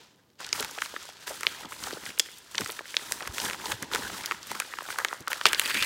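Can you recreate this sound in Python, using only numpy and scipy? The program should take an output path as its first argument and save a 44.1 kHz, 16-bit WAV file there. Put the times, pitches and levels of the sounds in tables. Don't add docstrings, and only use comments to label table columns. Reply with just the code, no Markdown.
import sys
import numpy as np
from scipy import signal
from scipy.fft import rfft, irfft, next_fast_len
from scipy.io import wavfile
from scipy.ndimage import uniform_filter1d, map_coordinates

SR = 44100
rng = np.random.default_rng(int(sys.argv[2]) if len(sys.argv) > 2 else 0)


def generate_wav(signal):
    frames = np.transpose(np.atleast_2d(signal))
    scaled = np.clip(frames, -1, 1) * 32767
    pcm = np.round(scaled).astype(np.int16)
    wavfile.write(sys.argv[1], SR, pcm)


def decibels_to_gain(level_db):
    exponent = np.asarray(level_db, float) / 20
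    return 10 ** exponent


N = 257984


def unit(x):
    return x / np.sqrt(np.mean(x ** 2) + 1e-20)


def along(points, hz):
    point_hz, value = np.transpose(points)
    return np.interp(np.log(hz + 1), np.log(point_hz + 1), value)


def filtered(x, response):
    size = next_fast_len(len(x) + 1280)
    hz = np.fft.rfftfreq(size, 1 / SR)
    return irfft(rfft(x, size) * response(hz), size)[:len(x)]


def resonances(*pairs):
    return lambda f: np.prod([1j * f * hz / q / (hz * hz - f * f + 1j * f * hz / q) for hz, q in pairs], axis=0)


def coloured(x, spectrum):
    closed = [(spectrum[0][0] / 2, -90)] + list(spectrum) + [(spectrum[-1][0] * 2, -90)]
    return unit(filtered(x, lambda hz: decibels_to_gain(along(closed, hz))))


def clumps(rate_hz, db):
    position = np.arange(N) * min(rate_hz, 400) / SR
    return decibels_to_gain(db * map_coordinates(rng.standard_normal(N // 100), [position]))


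def spans(rows, smooth):
    t = np.arange(N) / SR
    steps = sum(value * ((t > start_s) & (t < end_s)) for start_s, end_s, value in rows)
    return uniform_filter1d(steps, size=smooth)


def add_at(out, start, wave):
    out[start:][:len(wave)] += wave


# hz, density_db (per Hz)
QUIET = [(30, -27), (71, -9.5), (140, -1), (300, -4), (450, -6.5), (700, -10.5), (4040, -30), (15500, -27)]


def hush():
    return decibels_to_gain(-66.5) * coloured(rng.standard_normal(N), QUIET)


# peak_s, crackle_db, fade_s (per 10 dB), rub_db, weight_db (both over crackle)
SUDDEN = [
    (0.398, -46.5, 0.46, -10, -0.5),
    (0.533, -42, 0.22, 0.5, -2),
    (1.27, -44, 0.24, 0, 0),
    (1.697, -56, 1.4, -3, -3),
    (3.339, -46.5, 0.15, 2, -9),
    (3.922, -40, 0.33, -2.5, 2.5),
    (5.303, -42.5, 0.22, -4.5, 2.5),
    (5.462, -35.5, 0.08, -4, 6.5),
          (.004, -54, 0.074, -12, -2.5),
    (.05, -65.5, 0.24, -13, -2),
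    (5.465, -32, 0.006, -7, 2),
]
TUGS = [(.62, -43.5, 0.088, -21, 6), (.836, -45, 0.087, 0, -2.5), (.94, -47.5, 0.27, -5.5, -3),
        (1.07, -49.5, 0.035, -8, -20), (1.23, -50.5, .1, -7, -1.5), (1.481, -45, 0.24, -3, 0.5),
        (1.635, -51, 0.038, -10, 0.5), (1.73, -52, 0.046, 5.5, -3), (1.845, -43, 0.2, -0.5, -0.5),
        (2.07, -46, 0.074, -1, 2.5), (2.215, -53, 0.97, -1.5, -6), (2.601, -45.5, 0.34, -1.5, -4.5),
        (2.72, -55, 0.051, 1, 4), (2.9, -47.5, 0.28, -4.5, -17), (3.0, -48.5, 0.49, -0.5, 1),
        (3.12, -49, 0.15, 4, -4), (3.29, -59.5, 0.025, -7, 10.5), (3.39, -42.5, 0.1, 1, -1),
        (3.45, -38.5, 0.094, 1, 2.5)]
PRESSES = [(3.652, -43, 0.14, -3, -9), (3.708, -43.5, 0.033, 4.5, 9), (3.83, -49.5, 0.16, -5.5, 2.5),
           (4.15, -45, 0.23, -0.5, 1), (4.3, -50.5, 0.084, -2, 2), (4.515, -44, 0.35, -3, 0),
           (4.78, -52.5, 0.71, -3, 3), (4.909, -43.5, 0.072, 0, -1), (5.01, -50, 0.089, 1, 11),
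           (5.11, -52.5, 0.13, 0.5, 6), (5.41, -52, .1, -3, -5)]
SAWING = [
    (5.61, -36.5, 0.19, -2.5, -8.5),
    (5.7, -37, 0.04, -3, -5),
    (5.767, -33.5, 0.1, -4.5, -12),
    (5.85, -30, .1, -6.5, -14.5),
]
# time_s, push_db (over sheet)
LOAD = [(0, -2.5), (.6, -10), (1.5, -6), (1.68, 1), (2.2, -13), (2.45, -10), (2.62, -6), (2.95, -3.5),
        (3.4, -0.5), (3.65, -7.5), (3.82, 2.5), (3.95, -5), (4.2, -10), (4.5, -14.5), (5.4, -12.5),
        (5.75, -0.5)]
SUDDEN_RISE_S, STROKE_RISE_S = 0.007, 0.073
RUB_SWING, SHEET_SWING, PUSH_SWING = 1.4, 1.37, 1


def effort():
    t, power = np.arange(0, N, 32) / SR, 0
    strokes = [(SUDDEN_RISE_S, *row) for row in SUDDEN]
    strokes += [(STROKE_RISE_S, *row) for row in TUGS + PRESSES + SAWING]
    for rise_s, peak_s, db, fade_s, rub_db, weight_db in strokes:
        drop_db = 10 * np.where(t < peak_s, (peak_s - t) / rise_s, (t - peak_s) / fade_s)
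        push_db = weight_db + np.interp(peak_s, *np.transpose(LOAD))
        peak_db = db + np.array([0, rub_db, weight_db, push_db])[:, None]
        power = power + decibels_to_gain(peak_db - np.outer([1, RUB_SWING, SHEET_SWING, PUSH_SWING], drop_db)) ** 2
    return [np.interp(np.arange(N) / SR, t, np.sqrt(p)) for p in power]


def grains(count, hz, octaves, cycles, spread_db):
    u, t = rng.random((count, 4)), np.arange(320)[None] / SR
    pitch_hz = np.clip(hz * 2 ** (octaves * (u[:, 1:2] + u[:, 2:3] - 1)), 100, SR / 2.5)
    size = decibels_to_gain(-spread_db * np.log(u[:, 3:] + 0.014))
    wave = size * np.sin(2 * np.pi * pitch_hz * t) * np.exp(-t * pitch_hz / cycles)
    at = (u[:, :1] * N).astype(int) + np.arange(320)
    return unit(np.bincount(at.ravel(), wave.ravel(), minlength=N)[:N])


def bed(spectrum, spikes, share, gain, patchy_db):
    share = np.clip(share, 0, 1)
    mix = np.sqrt(1 - share) * rng.standard_normal(N) + np.sqrt(share) * spikes
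    z = signal.stft(mix * gain, nperseg=512)[2]
    field = uniform_filter1d(rng.standard_normal(z.shape), size=5, axis=0)
    field = uniform_filter1d(field, size=8, axis=1)
    patchy = signal.istft(z * decibels_to_gain(patchy_db * unit(field)), nperseg=512)[1][:N]
    return coloured(patchy, spectrum)


# hz, density_db (per Hz)
CRACKLE = [(1200, -5.5), (2200, -6), (3300, 0), (5000, 0), (8000, -6.5)]
# hz, density_db (per Hz)
RUB = [(3000, -17), (6000, 0), (8500, -1.5), (11000, -5), (15500, -6.5)]
# hz, density_db (per Hz)
SHEET = [(500, 1), (760, -2), (920, -1.5), (1150, -4), (1600, 2.5), (2000, 0), (3200, -20)]
# hz, density_db (per Hz)
PUSH = [(25, -30), (50, 0.5), (85, -2), (190, -4.5), (400, 2), (600, -3), (1000, 7)]
# hz, density_db (per Hz)
RASP = [(900, -26), (1600, 3), (2300, 4), (3300, 3), (4800, 6), (6000, -13), (8500, -1)]
# start_s, end_s, rub_db
LULLS = [
    (1.138, 1.198, -3.5),
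    (1.66, 1.688, -9),
    (2.39, 2.51, -5.5),
    (2.8, 2.85, -8),
    (3.285, 3.335, -3),
    (3.745, 3.81, -0.5),
    (3.85, 3.912, -2),
    (4.35, 4.42, -2.5),
    (5.23, 5.272, -4),
]
BLADE_S = 5.456


def handling():
    crackle, rub, sheet, push = effort()
    lull_db = spans(LULLS, smooth=200)
    crackle, rub = crackle * decibels_to_gain(0.56 * lull_db), rub * decibels_to_gain(lull_db)
    fine = grains(count=7000, hz=3170, octaves=1.39, cycles=1.6, spread_db=-1.5)
    flex = grains(count=2500, hz=1320, octaves=1.0, cycles=3.0, spread_db=4.0)
    coarse = grains(count=700, hz=299, octaves=1.55, cycles=2.0, spread_db=2)
    tips = grains(count=9000, hz=9800, octaves=0.53, cycles=1.0, spread_db=2.0)
    fibres = grains(count=12000, hz=2560, octaves=1.2, cycles=2.6, spread_db=4.0)
    wrinkles = grains(count=900, hz=2800, octaves=1.6, cycles=1.4, spread_db=5)
    pricks = grains(count=600, hz=5500, octaves=1, cycles=.6, spread_db=5)
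    tremor = clumps(60, db=.9) * clumps(170, db=1.3)
    rasp = decibels_to_gain(1.5) * bed(RASP, fibres, 0.87, tremor * clumps(220, db=1.0), patchy_db=4.5)
    paper = decibels_to_gain(-0.24) * bed(CRACKLE, fine, 0.27, tremor, patchy_db=0.5)
    paper = paper + decibels_to_gain(-11) * wrinkles + decibels_to_gain(-8) * pricks
    skin = decibels_to_gain(1.0) * bed(RUB, tips, 0.24, tremor, patchy_db=1.0)
    flexing = bed(SHEET, flex, 0.29, tremor, patchy_db=3.5)
    padding = decibels_to_gain(-1.0) * bed(PUSH, coarse, 0.034, np.sqrt(tremor), patchy_db=0.5)
    surface = np.where(np.arange(N) / SR > BLADE_S, rasp, paper)
    return crackle * surface + rub * skin + sheet * flexing + push * padding


LEAD = 128
SPREAD = .023
KNOCK_DB, KNOCK_GROWS, KNOCK_DB_PER_OCTAVE = -27, 0.59, -4.5


def snap(db, hz, edge_db, knock_db):
    t = np.arange(768) / SR
    scatter = np.clip(rng.standard_normal(len(t)) ** 3 / 4, -1.6, 1.6)
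    jerk = decibels_to_gain(-19.0 - 60 * t / 0.013) * scatter
    jerk[0] = np.clip(0.97 + db / 35, .25, 1)

    def dispersion(f):
        return np.exp(-2j * np.pi * (SPREAD * (2 * np.sqrt(f) - f / np.sqrt(hz)) + f * LEAD / SR))

    def body_response(f):
        damping = 1 / (1 - (f / hz / 2.4) ** 2 + .5j * f / hz)
        return damping * resonances((hz * 1.2, .8), (hz * 0.92, .55), (hz * 0.95, .9))(f)

    jerk = filtered(jerk, dispersion)
    body = filtered(jerk, body_response)
    edge = filtered(jerk, resonances((6800 * 2 ** (edge_db / 30), .9), (4200, .6)))
    knock = filtered(jerk, resonances((560, 1.2), (420, .9), (500, .6)))
    parts = [(body, 0), (edge, edge_db), (knock, knock_db)]
    return sum(decibels_to_gain(db + part_db - 0.5) * p / np.abs(p).max() for p, part_db in parts)


# start_s, peak_db, pitch_hz, edge_db (over body)
LIFTING = [(0.529, -21, 6030, -34), (0.5293, -15.5, 2000, -32), (0.6269, -17.5, 1670, -4),
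           (0.647, -21.5, 1770, -0.5), (0.786, -19, 1730, -12), (0.8187, -20, 2640, -4.5),
           (0.8198, -20, 5200, -12), (0.8209, -13, 1840, -33), (0.8596, -24.5, 1560, -4),
           (0.9637, -19, 1560, -29), (1.409, -27, 1290, 4), (1.4327, -15, 1590, -5.5),
           (1.468, -0.5, 2660, -17), (1.8382, -20.5, 4950, -9), (1.908, -23, 1620, -22),
           (1.9301, -27, 394, -25), (2.0633, -20.5, 1750, -15), (2.178, -25.5, 2220, -20),
           (2.1972, -1.7, 3740, -7), (2.1966, -2.5, 5500, -18), (2.201, -9.5, 5560, -15),
           (2.2001, -16, 2140, -30)]
PULLING = [(2.548, -21.5, 1420, -21), (2.554, -18.5, 3700, -32), (2.5808, -9.5, 3520, -33),
           (2.5817, -14, 2290, -35), (2.609, -24, 1400, 5), (2.6168, -22, 1390, -27),
           (2.646, -24.5, 5050, -17), (2.6609, -20.5, 1530, -4), (2.702, -19, 3220, -5),
           (2.7914, -19.5, 1750, -42), (2.856, -32, 1740, -19), (2.9428, -20, 1600, -16),
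           (2.9678, -3.5, 3220, -21), (3.1217, -16, 1960, 7.5), (3.275, -19.5, 2530, 0.5),
           (3.3825, -14, 1740, -4), (3.4008, -15.5, 3980, -11), (3.499, -17, 1970, -8),
           (3.533, -21.5, 1610, -8)]
FLATTENING = [(3.6574, -18, 4040, -11), (3.719, -17, 1260, -2), (3.7217, -16, 3160, -4),
              (3.8258, -29.5, 1540, 10), (3.83, -21, 1050, -9), (3.915, -23, 1390, -15),
              (3.9358, -12.5, 3400, -7), (3.949, -12, 2250, -2), (3.959, -15, 1164, -3),
              (4.023, -25, 1210, -21), (4.101, -27.5, 1240, -17), (4.2593, -20.5, 4600, 5.5),
              (4.3116, -11, 1410, -15.5), (4.3202, -16, 1320, -11), (4.516, -21.5, 835, -1),
              (4.55, -23, 1580, -17), (4.553, -30, 1000, 2), (4.601, -13, 2500, 4.5),
              (4.6034, -21, 980, -30), (4.6203, -23.5, 1750, -22), (4.7378, -20.5, 1410, -32),
              (4.787, -19, 1320, -10), (4.8072, -24, 1340, -22), (4.904, -21, 1360, -24),
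              (4.926, -27, 3000, -12), (4.987, -13, 1090, -3.5), (5.0482, -6.5, 2000, -6.5),
              (5.0505, -16.5, 1220, -29), (5.085, -19.5, 2830, -28), (5.1289, -15.5, 980, -17)]
CUTTING = [(5.2753, -17, 1230, -43), (5.2805, -18, 1200, -0.5), (5.3177, -16.5, 1930, -30),
           (5.3311, -12, 2040, -4.5), (5.4125, -16, 1750, -11), (5.4553, -8, 1680, -37),
           (5.4557, -1, 3740, -26), (5.456, -1, 1310, -20), (5.4582, -10.5, 2080, -3),
           (5.4661, -7.5, 3240, -3), (5.532, -5.5, 2100, -2.5), (5.535, -24, 1840, -15),
           (5.547, -9.5, 3470, -31), (5.5964, -2, 3060, 1.5), (5.616, -18, 2270, -12),
           (5.6589, -10.5, 2970, -2.5), (5.6774, -20, 2600, 0), (5.7454, -25, 2280, 8),
           (5.826, -14, 2420, 0), (5.8335, -19, 2200, -3)]
# start_s, peak_db, pitch_hz
TICKS = [(0.403, -29, 960), (0.778, -28, 750), (0.939, -29.5, 694), (1.052, -38, 880),
         (1.09, -35, 675), (1.2777, -24.5, 1800), (1.45, -27, 1320), (1.647, -30.5, 935),
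         (1.7214, -24.5, 1270), (1.7273, -27, 1490), (1.871, -22.5, 970), (1.9705, -31, 660),
         (2.104, -27.5, 1740), (2.287, -34, 1520), (2.6944, -24, 1300), (2.808, -30.5, 674),
         (2.995, -29, 1480), (3.113, -29, 820), (3.2064, -24.5, 1410), (3.2513, -31, 1680),
         (3.5098, -18, 1370), (3.599, -28, 1340), (4.24, -25, 1660), (4.648, -34, 1840),
         (4.8877, -24, 990), (4.959, -26, 1360), (4.9946, -22, 1390), (5.1137, -26, 1390),
         (5.707, -35, 990),
         (.159, -57, 7000), (0.302, -51.5, 3870), (0.421, -46, 4260), (0.445, -25.5, 3850),
                (0.465, -27, 5860), (0.4906, -23.5, 3980), (.6065, -16, 8270), (0.711, -26, 6700),
                (0.852, -28, 3340), (1.2726, -28.5, 3100), (1.2937, -31, 8650), (1.8678, -27, 6940),
                (1.8835, -27, 4520), (2.1877, -19, 8140), (2.2128, -35, 7040), (2.385, -33, 7990),
                (2.5134, -34, 7900), (2.72, -25, 6650), (3.224, -24, 3450), (3.418, -21, 2930),
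                (3.449, -16, 6750), (3.454, -21, 2820), (4.236, -27, 3810), (4.4298, -29.5, 4630),
                (4.8292, -32, 8760), (5.136, -29.5, 6360), (5.206, -33, 7300), (5.484, -20, 5870),
                (5.488, -18, 5850), (5.5243, -25, 8480),
         (.733, -41, 3170), (.9928, -40, 3610), (1.0315, -33, 6000), (1.066, -42, 8000),
               (1.089, -35, 6000), (1.105, -42.5, 2190), (1.124, -42, 7000), (1.133, -43, 7080),
               (1.2163, -47, 4300), (1.527, -43, 11000), (1.655, -31.5, 3230), (1.781, -42, 7950),
               (1.9273, -29, 4000), (1.9356, -25.5, 3400), (2.027, -38, 2500), (2.055, -28, 5000),
               (2.675, -27, 7000), (2.711, -25, 11100), (2.545, -31, 6500), (2.766, -36, 8940),
               (2.782, -43, 10000), (2.815, -41, 6460), (2.95, -31, 7000), (3.007, -44, 10000),
               (4.209, -28.5, 2500), (4.471, -29, 10000), (4.821, -31, 780), (5.195, -58, 9150),
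               (5.2245, -39, 5140), (5.268, -40, 5000), (5.321, -35, 10100)]


def snaps():
    out = np.zeros(N + SR)
    events = [(*row, True) for row in LIFTING + PULLING + FLATTENING + CUTTING]
    events += [(*row, -40, row[2] < 2000) for row in TICKS]
    for start_s, db, hz, edge_db, knocks in events:
        knock_db = -40
        if knocks:
            knock_db = KNOCK_DB + (KNOCK_GROWS - 1) * db + KNOCK_DB_PER_OCTAVE * np.log2(hz / 2000)
        add_at(out, round(start_s * SR) - LEAD, snap(db, hz, edge_db, knock_db))
    return out[:N]


# hz, t60_s
ROOM = [(200, 0.97), (2000, 0.9), (10000, 0.13)]


def room(x):
    hz, t, z = signal.stft(rng.standard_normal(SR // 2), SR, nperseg=256)
    tail = signal.istft(z * decibels_to_gain(-60 * t / along(ROOM, hz)[:, None]), SR, nperseg=256)[1]
    delayed = np.pad(x, (200, 0))
    return signal.fftconvolve(delayed, tail / np.linalg.norm(tail))[:N]


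# start_s, level_db, pitch_hz, t60_ms
RINGS = [
    (.5289, -4, 5050, 5.5),
    (0.5277, -10.5, 6700, 6.5),
    (2.1976, -20, 3420, 23),
    (2.5808, -14, 5620, 7.5),
    (2.5819, -15.5, 3550, 10),
]


def rings():
    out, t = np.zeros(N + SR), np.arange(768) / SR
    rise = 1 - np.exp(-t / 0.00029)
    for start_s, db, hz, t60_ms in RINGS:
        decay = decibels_to_gain(db - 60 * t / (t60_ms / 1000))
        add_at(out, round(start_s * SR), decay * rise * np.sin(2 * np.pi * hz * t))
    return out[:N]


# start_s, peak_db, pitch_hz
THUDS = [(1.65, -38, 257), (1.94, -46, 160), (1.875, -44, 440), (0.6, -29.5, 410), (2.088, -41.5, 210),
         (2.551, -46, 185), (2.596, -31.5, 410), (2.599, -37, 180), (2.613, -32, 170), (2.624, -37, 100),
         (3.291, -35.5, 68), (1.302, -31.5, 680), (0.55, -43, 190), (5.2, -34, 190), (3.732, -32.5, 69),
         (3.823, -31, 170), (3.94, -29.5, 460), (3.984, -30.5, 210), (4.124, -36, 206), (4.33, -42, 196),
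         (4.505, -36.5, 220), (5.457, -28, 420), (5.74, -38, 270), (5.747, -32.5, 274), (5.76, -28.5, 210),
         (3.213, -31.5, 490), (3.44, -33.5, 280)]
SAG_PER_S = 3


def thuds():
    out, t = np.zeros(N + SR), np.arange(SR // 8) / SR
    swell = t / 0.0078 * np.exp(1 - t / 0.0071)
    for start_s, db, hz in THUDS:
        lump = unit(filtered(rng.standard_normal(len(t)), resonances((hz, .9), (hz, .7))))
        push = .55 * np.sin(2 * np.pi * hz * t * (1 - SAG_PER_S * t))
        add_at(out, round(start_s * SR), decibels_to_gain(db - 6.5) * swell * (push + lump))
    return out[:N]


# peak_s, peak_db, pitch_hz, length_ms
CRUMBLES = [(0.553, -28, 1600, 14), (.5805, -29.5, 920, 3.8), (0.599, -17.5, 3900, 3.2),
            (.625, -30, 2620, 4.5), (1.633, -32, 1440, 6), (1.828, -32.5, 1270, 4.1),
            (1.842, -33, 1210, 4.3), (1.884, -29, 1100, 2.5), (2.09, -33.5, 4500, 9.5),
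            (2.588, -24, 1180, 2.1), (2.6955, -33.5, 513, 6.6), (3.179, -35, 1350, 4.4),
            (3.229, -27.5, 1460, 3.4), (3.258, -33, 1670, 4.2), (3.275, -21, 1690, 3.4),
            (3.311, -34, 1490, 3), (3.461, -27.5, 1500, 5.7), (3.546, -26.5, 1270, 1.3),
            (3.641, -28, 1050, 5), (3.7, -30.5, 990, 5), (3.826, -31, 2600, 9.5), (3.922, -35, 1370, 3.5),
            (3.953, -22, 1200, 5), (3.988, -33, 1300, 4.2), (4.132, -32, 2500, 14),
            (4.249, -25.5, 1500, 3.8), (4.346, -29, 1800, 3), (4.505, -28, 2630, 2.9),
            (5.144, -35, 900, 2.3), (5.306, -33, 13500, 5.4), (5.313, -26, 8900, 5.1),
            (5.376, -34, 9000, 5), (5.436, -31, 5060, 3.1), (5.466, -6.5, 2900, 7.6)]
TEARS = [(5.641, -27, 1760, 6), (5.699, -22, 2440, 3), (5.7067, -18, 1970, 4.8), (5.715, -20, 2600, 5.1),
         (5.7452, -16, 2420, 5.8), (5.752, -15, 2030, 4.5), (5.759, -21, 2170, 3.6), (5.766, -26, 2500, 3),
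         (5.771, -17, 2400, 5.4), (5.778, -19.5, 2210, 4.6), (5.793, -32, 2300, 5), (5.803, -25, 2100, 2),
         (5.808, -22, 2900, 5.7), (5.815, -20, 2400, 3), (5.8262, -13, 2410, 3.8), (5.8342, -18, 2150, 3.5),
         (5.836, -21, 2500, 2), (5.843, -33, 2320, 4.6)]


def crumbles():
    out, t = np.zeros(N + SR), np.arange(-512, 1024) / SR
    for peak_s, db, hz, length_ms in CRUMBLES + TEARS:
        shower = rng.standard_normal(len(t)) * decibels_to_gain(4.2 * rng.standard_normal(len(t)))
        swell = decibels_to_gain(-12 * np.where(t < 0, -t * 1.3, t) / (length_ms / 1000))
        if hz < 12000:
            colour = resonances((hz * 1.16, 1.2), (hz * 0.79, 1.2))
        else:
            colour = resonances((hz, 9), (hz, 5))
        burst = filtered(shower * swell, colour)
        add_at(out, round(peak_s * SR) - 512, decibels_to_gain(db) * burst / np.abs(burst).max())
    return out[:N]


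# start_s, end_s, level_db
SLIDES = [
    (3.372, 3.54, -58),
    (3.97, 4.235, -55),
    (4.49, 4.604, -59.5),
]


def drag():
    noise = rng.standard_normal(N)
    hum = unit(filtered(noise, resonances((194, 4), (194, 1.5))))
    rumble = 0.49 * unit(filtered(noise, resonances((110, .8), (330, .8))))
    gain = spans([(start_s, end_s, decibels_to_gain(db)) for start_s, end_s, db in SLIDES], smooth=2600)
    return (hum + rumble) * clumps(25, db=1.0) * gain


def hollow(f):
    return 1 - .36 * resonances((720, 3))(f)


def scene():
    quiet = hush()
    hands = handling()
    cracks = snaps() + crumbles() + rings()
    echo = decibels_to_gain(-21) * room(cracks)
    return (filtered(cracks + echo + hands, hollow) + thuds() + drag() + quiet)[None]


def top_cut(x):
    return signal.sosfilt(signal.butter(12, 16970, fs=SR, output="sos"), x)


TOP_HZ, BURST_HZ = 15850, 16900


def record(dry):
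    x = filtered(dry[0], lambda hz: 1 - np.exp(-(hz / 45) ** 4))
    x = x / (1 + np.abs(x / .99) ** 12) ** (1 / 12)
    low = filtered(x, lambda hz: hz < TOP_HZ)
    top = filtered(x, lambda hz: (hz >= TOP_HZ) & (hz < BURST_HZ))
    sharp = uniform_filter1d((np.abs(x) > .22) * 1., size=128) > 0
    opening = uniform_filter1d(sharp * 1., size=128)
    return top_cut((low + 0.17 * top * opening)[None])


dry = scene()
out = record(dry)
generate_wav(out)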